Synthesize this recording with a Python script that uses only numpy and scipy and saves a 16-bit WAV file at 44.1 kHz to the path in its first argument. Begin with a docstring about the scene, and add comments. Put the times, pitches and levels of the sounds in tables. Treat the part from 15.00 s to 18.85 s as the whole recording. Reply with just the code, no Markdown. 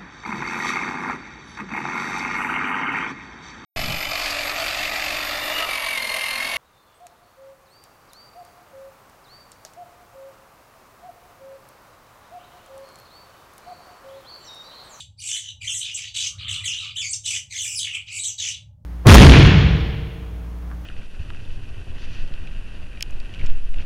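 """A tub of shallow water between hard walls, the microphone close to a catfish; a motor drones far off.
After a brief tick the fish croaks nine times, grinding a fin spine in its socket. The joint sticks and
slips a few thousand times a second: a gliding squeak that breaks into a harsh rasp and rings a lower and
an upper resonance, echoed by tub and walls. Around 1.5 s the motor swells and the dragging spine growls;
near 2.7 s the spine bites hard and its overtones flare. The last croak dies away at 3.6 s."""
import sys
import numpy as np
from scipy import signal
from scipy.fft import rfft, irfft, next_fast_len
from scipy.io import wavfile
from scipy.ndimage import uniform_filter1d

SR = 44100
rng = np.random.default_rng(int(sys.argv[2]) if len(sys.argv) > 2 else 0)


def to_wav(s):
    """Save 16-bit WAV."""
    ch = np.atleast_2d(s).T  # columns
    pcm = np.round(np.clip(ch, -1, 1) * 32767)  # PCM
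    wavfile.write(sys.argv[1], SR, pcm.astype(np.int16))


N = 169785
T = np.arange(N) / SR


def undb(db):
    """Decibels to gain."""
    return 10 ** (np.asarray(db) / 20)


def curve(rows, col=1):
    """Straight lines in time through the rows."""
    rows = np.array(rows, float)
    return np.interp(T, np.sort(rows[:, 0]), rows[:, col])


def swells(rows):
    """Gain of a few bell-shaped swells."""
    return sum(undb(db) * np.exp(-((T - at) / half) ** 2) for at, half, db in rows)


def unit(x):
    """Scale to rms 1."""
    return x / np.sqrt(np.mean(x ** 2))


def even(x, size):
    """Hold the rms near 1 over stretches of `size` samples."""
    return x / np.sqrt(np.abs(uniform_filter1d(x ** 2, size)) + np.mean(x ** 2) / 20)


def colour(x, points):
    """Filter by an outline of f/Hz, level/dB."""
    hz, db = np.array(points, float).T
    size = next_fast_len(N + 8192)
    f = np.arange(size // 2 + 1) * SR / size + 1
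    gain = undb(np.interp(np.log(f), np.log(hz), db))
    return irfft(rfft(x, size) * gain, size)[:N]


def walk(per_s):
    """Random wander with `per_s` turns a second and rms 1."""
    steps = rng.standard_normal(N // 8)
    return unit(np.interp(T * per_s, np.arange(len(steps)), steps))


# The motor's loudness at the microphone: t/s, level/dB
MOTOR_LEVEL = [(0, -49), (.42, -60), (.62, -47.5), (.85, -57.5), (1.3, -52.5), (1.4, -40.5), (1.63, -44),
               (1.75, -50.5), (3.35, -55.5), (3.65, -48.5)]
# Spectrum of its rumble: f/Hz, level/dB
RUMBLE_SPECTRUM = [(48, -19.5), (66, -2.5), (100, 1.5), (200, -21.5), (430, -49), (600, -30), (760, -65.5)]
def distant_motor(hum_hz=102):
    """Far off, a motor's wavering hum in low rumble, with a faint, steady airy whine above it."""
    hz = hum_hz * (1 + 0.02866 * walk(per_s=16))
    hum = np.sqrt(2) * np.sin(2 * np.pi * np.cumsum(hz) / SR)
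    rumble = even(colour(rng.standard_normal(N), RUMBLE_SPECTRUM), size=5000)
    whine = unit(colour(rng.standard_normal(N), [(740, -19), (840, -1.5), (980, -19), (4000, -55)]))
    return undb(curve(MOTOR_LEVEL)) * (undb(-1.5) * hum + undb(-0.5) * rumble) + undb(-80) * whine


def reflections(x, t60_s, gap_s, echo_db):
    """Hard surfaces add dense echoes after a gap, `echo_db` relative to the direct sound."""
    t = T[:SR // 2]
    onset = np.clip(t / gap_s - 1, 0, 1)
    tail = rng.standard_normal(len(t)) * np.exp(-np.log(1000) * t / t60_s) * onset
    echoes = signal.fftconvolve(x, tail / np.sqrt(np.sum(tail ** 2)))[:N]
    return (x + undb(echo_db) * echoes) / np.hypot(1, undb(echo_db))


# Where the spine drags: middle t/s, half length/s, level/dB
DRAGS = [(1.5, 0.17, -53), (1.854, 0.046, -52)]
# Spectrum of the growl: f/Hz, level/dB
GROWL_SPECTRUM = [(700, -12), (1230, 0.5), (2400, -44.5)]
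def growl(phase, catches):
    """The dragging spine growls: a jerky tone at half the slip rate, its low side brought out."""
    return swells(DRAGS) * even(colour(np.sin(phase / 2) * catches, GROWL_SPECTRUM), size=500)


# Where the spine bites: middle t/s, half length/s, level/dB
HARD_BITES = [(2.655, .08, -55)]
# Spectrum of the flare: f/Hz, level/dB
FLARE_SPECTRUM = [(7000, -40), (11000, -9)]
def bite(slips):
    """The spine bites hard and its overtones flare."""
    return swells(HARD_BITES) * unit(colour(slips, FLARE_SPECTRUM))


def resonance(slips, spectrum, shift=.11):
    """One resonance drifts between slack and taut as the joint turns; rms near 1."""
    tension = (1 + np.tanh(2 * walk(per_s=22))) / 2
    slack = colour(slips, [(hz * (1 - shift), db) for hz, db in spectrum])
    taut = colour(slips, [(hz * (1 + shift / 2), db) for hz, db in spectrum])
    return even(slack * (1 - tension) + taut * tension, size=500)


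# The opening tick, then one curve per croak: t/s, lower resonance level/dB, upper resonance level/dB
STROKE_LEVELS = [
    [(0.0031, -33.5, -40)],
    [(.19, -45.5, -43.5), (.295, -33, -27), (.37, -28, -32), (.41, -47, -41), (.5, -34, -46)],
    [(.618, -33.5, -45.5), (.671, -37.5, -35), (.676, -23, -32), (.745, -34.5, -27), (.795, -50, -27.5),
     (.815, -29.5, -37.5), (.938, -35, -46), (.948, -70, -22.5), (.965, -33.5, -33), (1.09, -37, -47)],
    [(1.152, -27, -30.5), (1.275, -29.5, -27.5)],
    [(1.39, -35, -59), (1.478, -34.5, -65), (1.483, -26, -40.5), (1.52, -30, -32.5), (1.56, -28, -42),
     (1.63, -40.5, -51.5), (1.655, -24, -25.5), (1.76, -30, -41), (1.87, -33.5, -48.5), (1.91, -35, -63)],
    [(1.964, -26, -36.5), (2.06, -31.5, -29), (2.09, -63, -31.5), (2.138, -31, -22)],
    [(2.253, -29, -27), (2.375, -28.5, -29)],
    [(2.51, -39, -41), (2.585, -30.5, -27.5), (2.748, -38, -32.5), (2.758, -53.5, -23.5),
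     (2.795, -27.5, -26), (2.86, -27.5, -39.5), (2.915, -33, -51), (2.95, -24.5, -35), (3.01, -41, -73.5)],
    [(3.07, -38.5, -53), (3.17, -32.5, -29.5), (3.22, -34.5, -31.5), (3.255, -28.5, -24), (3.3, -32, -29)],
    [(3.39, -29, -28), (3.5, -31, -28.5), (3.57, -41.5, -63)],
]
def strokes(col, attack_s=.005, release_s=.011):
    """Gain of one resonance through the strokes of the fin, each starting and stopping quickly."""
    gain = 0
    for rows in STROKE_LEVELS:
        before = np.maximum(rows[0][0] - T, 0) / attack_s
        after = np.maximum(T - rows[-1][0], 0) / release_s
        gain = gain + undb(curve(rows, col)) * np.exp(-before - after)
    return gain


# Spectra of the two resonances: f/Hz, level/dB
LOWER_SPECTRUM = [(900, -38.5), (1900, -14), (2500, 1), (3600, 6), (4500, -11), (6500, -50)]
UPPER_SPECTRUM = [(3600, -46), (5200, 1), (7500, 10), (9000, -7), (12000, -22.5), (15000, -38)]
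def ringing(slips):
    """The slips ring a lower and an upper resonance, each with its own loudness."""
    lower = resonance(slips, LOWER_SPECTRUM) * strokes(col=1)
    upper = resonance(slips, UPPER_SPECTRUM) * strokes(col=2)
    return lower + upper


def skids(per_s=65, depth=.6):
    """Log pitch offset: the joint jumps ahead and slides back in a run of falling chirps."""
    count = np.cumsum(per_s * np.exp(.5 * walk(per_s))) / SR
    slide = (1 - count % 1) ** 2
    return depth * (slide - slide.mean())


WOBBLES_PER_S = 190
# Slip rate of the joint, one curve per croak: t/s, f/Hz
SLIP_RATES = [
    [(.17, 4400), (.215, 5100), (.225, 2500), (.365, 3700), (.48, 3310)],
    [(.615, 2650), (.665, 2100), (.672, 3300), (.715, 2700), (.742, 3750), (.768, 3750), (.783, 2850),
     (.79, 3750), (.87, 2758), (.941, 2980), (.947, 6500), (.958, 8400), (.961, 2900)],
    [(1.145, 3700), (1.165, 3063)],
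    [(1.5, 3700), (1.625, 2400), (1.643, 4800), (1.66, 3500), (1.715, 2600), (1.73, 3600)],
    [(1.95, 2500), (1.975, 3550), (2.012, 3400), (2.02, 2350), (2.079, 2330), (2.085, 7000), (2.125, 8900),
     (2.143, 3600)],
    [(2.24, 3800), (2.26, 3000)],
    [(2.505, 2300), (2.555, 1750), (2.578, 3900), (2.6, 2800), (2.63, 3450), (2.658, 1950), (2.685, 2800),
     (2.748, 2400), (2.755, 5500), (2.789, 4610), (2.796, 2996), (2.83, 4200), (2.875, 2600)],
    [(3.07, 2550), (3.188, 2380), (3.199, 8200), (3.235, 8200), (3.243, 2800), (3.259, 8370), (3.285, 6340)],
    [(3.38, 4300), (3.41, 3050)],
]
def stick_slip(rough, db_per_octave=-1):
    """The joint's squeak and its phase; when rough, the period scatters, slips skip and it scrapes."""
    jitter = .1 * walk(per_s=1500)
    wobble = .12 * walk(WOBBLES_PER_S)
    hz = curve(sum(SLIP_RATES, [])) * np.exp(rough * (jitter + wobble + skids()))
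    phase = 2 * np.pi * np.cumsum(hz) / SR
    squeak = 0
    for k in range(1, 8):
        alias_guard = np.clip((SR / 2 - k * hz) / (SR / 10), 0, 1)
        squeak = squeak + undb(db_per_octave * np.log2(k)) * np.sin(k * phase) * alias_guard
    skipping = 1 + undb(-1) * np.sqrt(rough) * walk(WOBBLES_PER_S) * np.sin(phase / 2)
    scrape = undb(-8) * rough * rng.standard_normal(N)
    return squeak * skipping + scrape, phase


# Roughness of the joint: t/s, roughness (0 clean squeak, 1 rasp)
ROUGHNESS = [(.1, 1), (.19, .2), (.29, .8), (.7, .25), (.87, 1), (.95, .1), (.98, 1), (1.6, .9),
             (1.66, .25), (1.85, 1), (1.96, .45), (2.13, .12), (2.26, 1), (2.51, .35), (2.73, .4),
             (2.77, .1), (2.86, .8), (3.07, .5), (3.25, .15), (3.41, .9)]
def catfish():
    """Close by, the fin spine grinds in its socket; the rougher it runs, the harder it catches in jerks."""
    rough = curve(ROUGHNESS)
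    slips, phase = stick_slip(rough)
    catches = even(undb(4 * np.sqrt(rough) * walk(WOBBLES_PER_S)), size=900)
    return growl(phase, catches) + catches * (ringing(slips) + bite(slips))


def scene():
    """At one microphone: the croaks ring in the tub, then between the walls, over the distant motor."""
    in_tub = reflections(catfish(), t60_s=.03, gap_s=.00034, echo_db=-8)
    in_room = reflections(in_tub, t60_s=.22, gap_s=.0034, echo_db=-1.5)
    return (in_room + distant_motor())[None]


def record(dry):
    """The recorder cuts the treble steeply above 15.7 kHz."""
    return signal.sosfilt(signal.ellip(8, .2, 80, 15700, fs=SR, output="sos"), dry)


dry = scene()
out = record(dry)
to_wav(out)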